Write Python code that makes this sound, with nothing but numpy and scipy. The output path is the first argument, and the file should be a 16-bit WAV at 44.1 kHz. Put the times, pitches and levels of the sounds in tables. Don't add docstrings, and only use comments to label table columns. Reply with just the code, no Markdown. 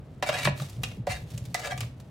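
import sys
import numpy as np
from scipy import signal
from scipy.fft import rfft, irfft, next_fast_len
from scipy.io import wavfile
from scipy.ndimage import map_coordinates

SR = 44100
rng = np.random.default_rng(int(sys.argv[2]) if len(sys.argv) > 2 else 0)


def materialize(psi):
    bounded = np.clip(np.atleast_2d(psi).T, -1, 1)
    quanta = np.round(bounded * 32767).astype(np.int16)
    wavfile.write(sys.argv[1], SR, quanta)


N = 92610


def amp(db):
    return 10 ** (np.asarray(db) / 20)


def along(points, hz):
    f, v = np.transpose(points)
    return np.interp(np.log(hz + 1), np.log(f + 1), v)


def envelope(points):
    return amp(np.interp(np.arange(N) / SR, *np.transpose(points)))


def filtered(x, response):
    n = x.shape[-1]
    size = next_fast_len(n + SR // 4)
    return irfft(rfft(x, size) * response(np.fft.rfftfreq(size, 1 / SR)), size)[..., :n]


def add(track, start_s, x):
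    part = track[..., max(round(start_s * SR), 0):][..., :x.shape[-1]]
    part += x[..., :part.shape[-1]]


def impulses(n, per_s, spread_db):
    size = amp(spread_db * np.clip(rng.standard_normal(n), -2, 2))
    return (rng.random(n) < per_s / SR) * size * rng.standard_normal((2, n))


def flutter(n, per_s, depth_db):
    knots = rng.standard_normal(int(n * per_s / SR) + 4)
    return amp(depth_db * map_coordinates(knots, [np.arange(n) * per_s / SR]))


def decay(t, t60_s, attack_s):
    return amp(-60 * t / t60_s) * (1 - np.exp(-t / attack_s))


def damped_sine(t, hz, t60_s, attack_s):
    return np.sin(2 * np.pi * hz * t) * decay(t, t60_s, attack_s)


def resonate(x, modes, coupling=1):
    def response(hz):
        total = 1
        for mode_hz, t60, db in modes:
            damping = 1j * hz * np.log(1000) / (np.pi * t60)
            total = total + coupling * amp(db) * damping / (mode_hz ** 2 - hz ** 2 + damping)
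        return total
    return filtered(x, response)


# frequency_hz, side_over_mid_db
WIDTH = [(120, -23.5), (300, -12.5), (700, -7.5), (2500, -5), (7000, -9), (14000, -5)]
BODY_HZ, TREBLE_HZ = (800, 1600), (2500, 7000)


def coloured(pair, spectrum, body_db=0, treble_db=0):
    x = filtered(pair, lambda hz: amp(along(spectrum, hz)))
    x /= np.sqrt(np.mean(x ** 2) + 1e-20)

    def response(hz):
        shelf_db = np.interp(hz, BODY_HZ, [body_db, 0]) + np.interp(hz, TREBLE_HZ, [0, treble_db])
        return amp([shelf_db, shelf_db + along(WIDTH, hz)])
    mid, side = filtered(x, response)
    return np.array([mid + side, mid - side])


# frequency_hz, density_db
AIR_SPECTRUM = [(20, -45), (90, 4), (250, 9.5), (600, -2), (1200, -10.5), (4000, -24), (15000, -66)]


def room_noise():
    return amp(-54) * coloured(rng.standard_normal((2, N)), AIR_SPECTRUM)


# frequency_hz, t60_s
KITCHEN_DECAY = [(150, 0.48), (700, 0.3), (2500, .36), (6000, 0.26), (14000, 0.13)]


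def reverberation(x, delay_s=0.003):
    hz, t, bands = signal.stft(rng.standard_normal((2, SR // 2)), SR, nperseg=256)
    bands = bands * amp(-60 * t / along(KITCHEN_DECAY, hz)[:, None])
    tail = signal.istft(bands, SR, nperseg=256)[1]
    tail *= np.clip(np.arange(tail.shape[1]) / SR / delay_s - 1, 0, 1)
    return signal.fftconvolve(x.mean(0)[None], tail / np.linalg.norm(tail[0]), axes=1)[:, :N]


# start_s, level_db
PUSHES = [(0.489, -27), (0.799, -40), (1.127, -22), (1.735, -40)]


def rocking():
    out, t = np.zeros(N), np.arange(SR // 3) / SR
    for start, db in PUSHES:
        add(out, start, amp(db) * damped_sine(t, hz=63, t60_s=0.16, attack_s=0.028))
    return out


# start_s, level_db, pitch_hz, t60_s
THUDS = [(0.457, -17.5, 137.2, 0.18), (0.475, -16, 154.6, 0.063), (0.605, -24.5, 137, 0.18),
         (0.768, -29.5, 125.2, 0.24), (0.847, -33.5, 114.8, 0.25), (0.978, -20.5, 176, 0.044),
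         (0.998, -16, 123, 0.057), (1.093, -18.5, 115, 0.064), (1.221, -25.5, 109.5, 0.091),
         (1.334, -28.5, 119.4, 0.25), (1.407, -31.5, 124.1, 0.51), (1.472, -41, 120, 0.2),
         (1.741, -22.5, 129.5, 0.08), (1.813, -26, 116.6, 0.23)]
# pitch_ratio, gain_db
TABLE_MODES = [(1.004, 5.5), (1.448, -7.5), (2.2, -21)]
# time_s, level_db
RUMBLE_LEVELS = [(.2, -45), (.43, -41.5), (.52, -34), (.7, -48.5), (.8, -36), (1.0, -42.5), (1.3, -42),
                 (1.45, -39.5), (1.6, -48.5), (1.8, -38.5), (1.95, -46)]
# frequency_hz, density_db
RUMBLE_SPECTRUM = [(22, -29), (40, -12.5), (60, -2), (85, -3), (120, 1), (160, -2.5), (190, -13),
                   (240, -15), (340, -27.5), (600, -21.5), (4000, -104)]


def tumbling():
    out, t = np.zeros((2, N)), np.arange(SR // 3) / SR
    for start, db, hz, t60 in THUDS:
        for ratio, mode_db in TABLE_MODES:
            add(out, start, amp(db + mode_db) * damped_sine(t, hz * ratio, t60, attack_s=0.012))
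    return out + envelope(RUMBLE_LEVELS) * coloured(rng.standard_normal((2, N)), RUMBLE_SPECTRUM)


# time_s, level_db
RUSTLE_LEVELS = [(.1, -73), (.52, -76), (.6, -46.5), (.7, -54.5), (.81, -67), (.87, -56.5), (.95, -58.5),
                 (1.05, -82.5), (1.17, -53.5), (1.26, -65.5), (1.32, -54), (1.42, -62), (1.76, -63),
                 (1.83, -48), (1.92, -71)]
# frequency_hz, density_db
WET_SPECTRUM = [(200, -10.5), (600, 3), (1300, 1.5), (3500, 4), (7000, 0), (11000, -4.5), (15500, -9.5)]
# start_s, level_db, treble_db, t60_s
SQUELCHES = [(0.598, -29, -8, 0.031), (.695, -44, 6, 0.041), (.914, -31.5, -16, 0.027),
             (1.302, -47.5, 3, 0.048), (1.4519, -41.5, 1.5, 0.05), (1.828, -33, -22, 0.055),
             (1.999, -45, -1, 0.044)]


def rustle():
    clumping = flutter(N, per_s=70, depth_db=2)
    crackle = coloured(impulses(N, per_s=7000, spread_db=3.5), WET_SPECTRUM)
    out = envelope(RUSTLE_LEVELS) * clumping * crackle
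    t = np.arange(SR // 8) / SR
    for start, db, treble_db, t60 in SQUELCHES:
        smack = coloured(rng.standard_normal((2, len(t))), WET_SPECTRUM, treble_db=treble_db)
        add(out, start, amp(db) * smack * decay(t, t60, attack_s=0.002))
    return out


# start_s, level_db, pitch_hz
TAPS = [(0.601, -26, 1190), (.6205, -29.5, 3780), (0.972, -32, 396)]


def taps():
    out, t = np.zeros(N), np.arange(SR // 8) / SR
    for start, db, hz in TAPS:
        add(out, start, amp(db) * damped_sine(t, hz, t60_s=0.019, attack_s=0.0018))
    return out


# start_s, length_s, level_db, first_hz, last_hz
SQUEAKS = [(0.337, 0.02, -29.5, 1642, 1700), (.37, 0.043, -38.5, 2795, 2677),
           (1.632, 0.044, -36, 1697, 1657), (1.638, 0.04, -48, 4950, 4400), (1.662, 0.05, -41, 530.4, 600),
           (1.7, 0.043, -40.5, 1601, 1650), (1.705, 0.022, -41, 3237, 3150),
           (1.713, 0.024, -35.5, 788, 740)]
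CHATTER_PER_S = 300


def squeaks():
    out, n = np.zeros(N), SR // 8
    for start, length, db, first_hz, last_hz in SQUEAKS:
        travel = np.clip(np.arange(n) / SR / length, 0, 1)
        hz = (first_hz + (last_hz - first_hz) * travel) * flutter(n, CHATTER_PER_S, depth_db=0.1)
        swell = np.sqrt(np.abs(np.sin(np.pi * travel))) * flutter(n, CHATTER_PER_S, depth_db=2.5)
        add(out, start, amp(db) * swell * np.sin(2 * np.pi * np.cumsum(hz) / SR))
    return out


# frequency_hz, t60_s, floor_gain_db, wall_gain_db
BASKET_MODES = [(600, .06, 0, -8), (733, .055, 1, 4), (985, .05, -4, -12), (1214, .045, -12, -1),
                (1368, .06, -3, -9), (1695, .04, -6, 5), (1885, .04, -5, 6), (2040, .06, -2, 6),
                (2315, .06, 3, -3), (2505, .05, 0, -12), (2755, .07, 6, -10), (3805, .065, 3, 1)]


def basket_modes(place, detune=0.011, scatter_db=1.5):
    modes = []
    for hz, t60, floor_db, wall_db in BASKET_MODES:
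        db = np.interp(place, [0, 1], [floor_db, wall_db])
        modes.append((hz * rng.normal(1, detune), t60, rng.normal(db, scatter_db)))
    return modes


def moving_contact(x, width_hz=120, hold_s=0.03, depth_db=5):
    hz, t, bands = signal.stft(x, SR, nperseg=1024)
    grid = np.meshgrid(hz / width_hz, t / hold_s, indexing="ij")
    ripple = map_coordinates(rng.standard_normal([int(axis.max()) + 2 for axis in grid]), grid)
    gain = amp(np.interp(hz, BODY_HZ, [0, depth_db])[:, None] * ripple)
    return signal.istft(bands * gain, SR, nperseg=1024)[1][:, :x.shape[-1]]


# start_s, length_s, level_db, body_db, treble_db, place
SCRAPES = [(0.254, 0.043, -39, 0.5, 0, 0.12), (0.311, 0.064, -36.5, -0.5, -5.5, 0.1),
           (0.367, 0.047, -37.5, 0.5, 0.5, 0.037), (.405, 0.084, -42.5, -1, 0.5, 0.11),
           (1.085, 0.05, -39, -1, 0, 0.27), (1.132, 0.035, -46, -6.5, -2, 0.81),
           (1.558, 0.108, -49, 4.5, -1, 0.69), (1.63, 0.055, -41, 2.5, -1, 0.5),
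           (1.694, 0.039, -42, 4, -1, 0.95)]
# frequency_hz, density_db
SCRAPE_SPECTRUM = [(100, -36), (300, -14), (470, -1.5), (620, 1.5), (900, -3.5), (4000, -5), (8000, -8.5),
                   (15500, -24)]


def scrapes(rise_s=0.019, fall_s=0.031):
    out, t = np.zeros((2, N)), np.arange(SR // 5) / SR
    for start, length, db, body_db, treble_db, place in SCRAPES:
        pressure = np.clip(t / rise_s, 0, 1) * np.clip((length - t) / fall_s + 0.5, 0, 1)
        slips = coloured(impulses(len(t), per_s=16000, spread_db=2), SCRAPE_SPECTRUM, body_db, treble_db)
        chatter = flutter(len(t), CHATTER_PER_S, depth_db=1.6)
        friction = pressure * chatter * moving_contact(slips)
        add(out, start, amp(db) * resonate(friction, basket_modes(place), coupling=2.3))
    return out


# start_s, level_db, body_db, treble_db, t60_s
CLICKS = [(0.447, -26, -24, 1.5, 0.038), (0.6193, -40, 9, 2.5, 0.045), (.834, -22.5, -8, -7.5, 0.066),
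          (1.3772, -38.5, 2, 6, 0.031), (1.777, -35, -5, -4.5, 0.062), (1.8061, -27, -5.5, -5.5, 0.05)]
# frequency_hz, t60_s, gain_db
TONG_MODES = [(1180, .028, 9), (2477, .03, 5), (2770, .04, 5)]
# frequency_hz, density_db
RATTLE_SPECTRUM = [(100, -15), (300, -10), (750, 2.5), (1000, -10.5), (1800, -6), (2600, -2.5), (5000, -4),
                   (8000, -3.5), (15500, -24)]
# frequency_hz, density_db
SNAP_SPECTRUM = [(500, -27), (2000, -1), (9000, -1), (15500, -2)]


def clicks(snap_db=-2.5, snap_t60_s=0.006):
    out, t = np.zeros((2, N)), np.arange(SR // 5) / SR
    for start, db, body_db, treble_db, t60 in CLICKS:
        rattle = coloured(rng.standard_normal((2, len(t))), RATTLE_SPECTRUM, body_db, treble_db)
        rattle *= decay(t, t60, attack_s=0.00079)
        snap = coloured(impulses(len(t), per_s=16000, spread_db=2), SNAP_SPECTRUM).mean(0)
        snap *= amp(snap_db - 60 * t / snap_t60_s)
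        add(out, start, amp(db) * (resonate(rattle, TONG_MODES) + snap))
    return out


# start_s, level_db, pitch_hz, clang_hz, clang_gain_db
KNOCKS = [(.2265, -18.5, 600, 742, 0.5), (.2915, -11, 614, 790, -10.5), (.474, -18.5, 601, 2436, -4.5),
          (1.072, -12.5, 569, 719, -4.5), (1.547, -17, 714, 2010, -2.5)]
# pitch_ratio, gain_db, t60_s
KNOCK_MODES = [(.82, -34, 0.17), (1, -0.5, 0.037), (1.65, -13.5, 0.03)]


def knocks(clang_t60_s=0.048):
    out, t = np.zeros(N), np.arange(SR // 5) / SR
    for start, db, hz, clang_hz, clang_db in KNOCKS:
        for ratio, mode_db, t60 in [*KNOCK_MODES, (clang_hz / hz, clang_db, clang_t60_s)]:
            add(out, start, amp(db + mode_db) * damped_sine(t, hz * ratio, t60, attack_s=0.0018))
    return out * amp([[-1], [1]])


def dispersion(x, delay_at_1khz_s=0.002034):
    return filtered(x, lambda hz: np.exp(-4j * np.pi * delay_at_1khz_s * np.sqrt(1000 * hz)))


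# start_s, level_db, body_db, treble_db, t60_s, place
CLACKS = [(0.224, -26.5, 1, -1, 0.089, 0.33), (0.288, -25.5, 0.5, -1.5, 0.086, 0.066),
          (0.451, -18.5, -5.5, -3, 0.055, 0.19), (0.4707, -18.5, 1.5, -31, 0.046, 0.12),
          (1.0677, -38.5, 5, 4.5, 0.098, 1), (1.543, -27, -7, 7.5, 0.058, 1),
          (1.594, -43, 1, 10.5, 0.071, 1)]
# frequency_hz, density_db
CLACK_SPECTRUM = [(100, -25), (280, -2.5), (480, -7), (800, -1), (2400, -7), (4000, -7), (8000, -17.5),
                  (15500, -29)]


def clacks():
    out, t = np.zeros((2, N)), np.arange(SR // 5) / SR
    for start, db, body_db, treble_db, t60, place in CLACKS:
        burst = coloured(rng.standard_normal((2, len(t))), CLACK_SPECTRUM, body_db, treble_db)
        burst *= decay(t, t60, attack_s=0.00021)
        add(out, start, amp(db) * resonate(burst, basket_modes(place), coupling=1.4))
    return dispersion(out)


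def scene():
    direct = clacks() + clicks() + knocks() + scrapes() + squeaks() + taps() + rustle()
    return direct + room_noise() + amp(-10.5) * reverberation(direct) + tumbling() + rocking()


def record(dry):
    return filtered(dry, lambda hz: hz < 16000)


dry = scene()
out = record(dry)
materialize(out)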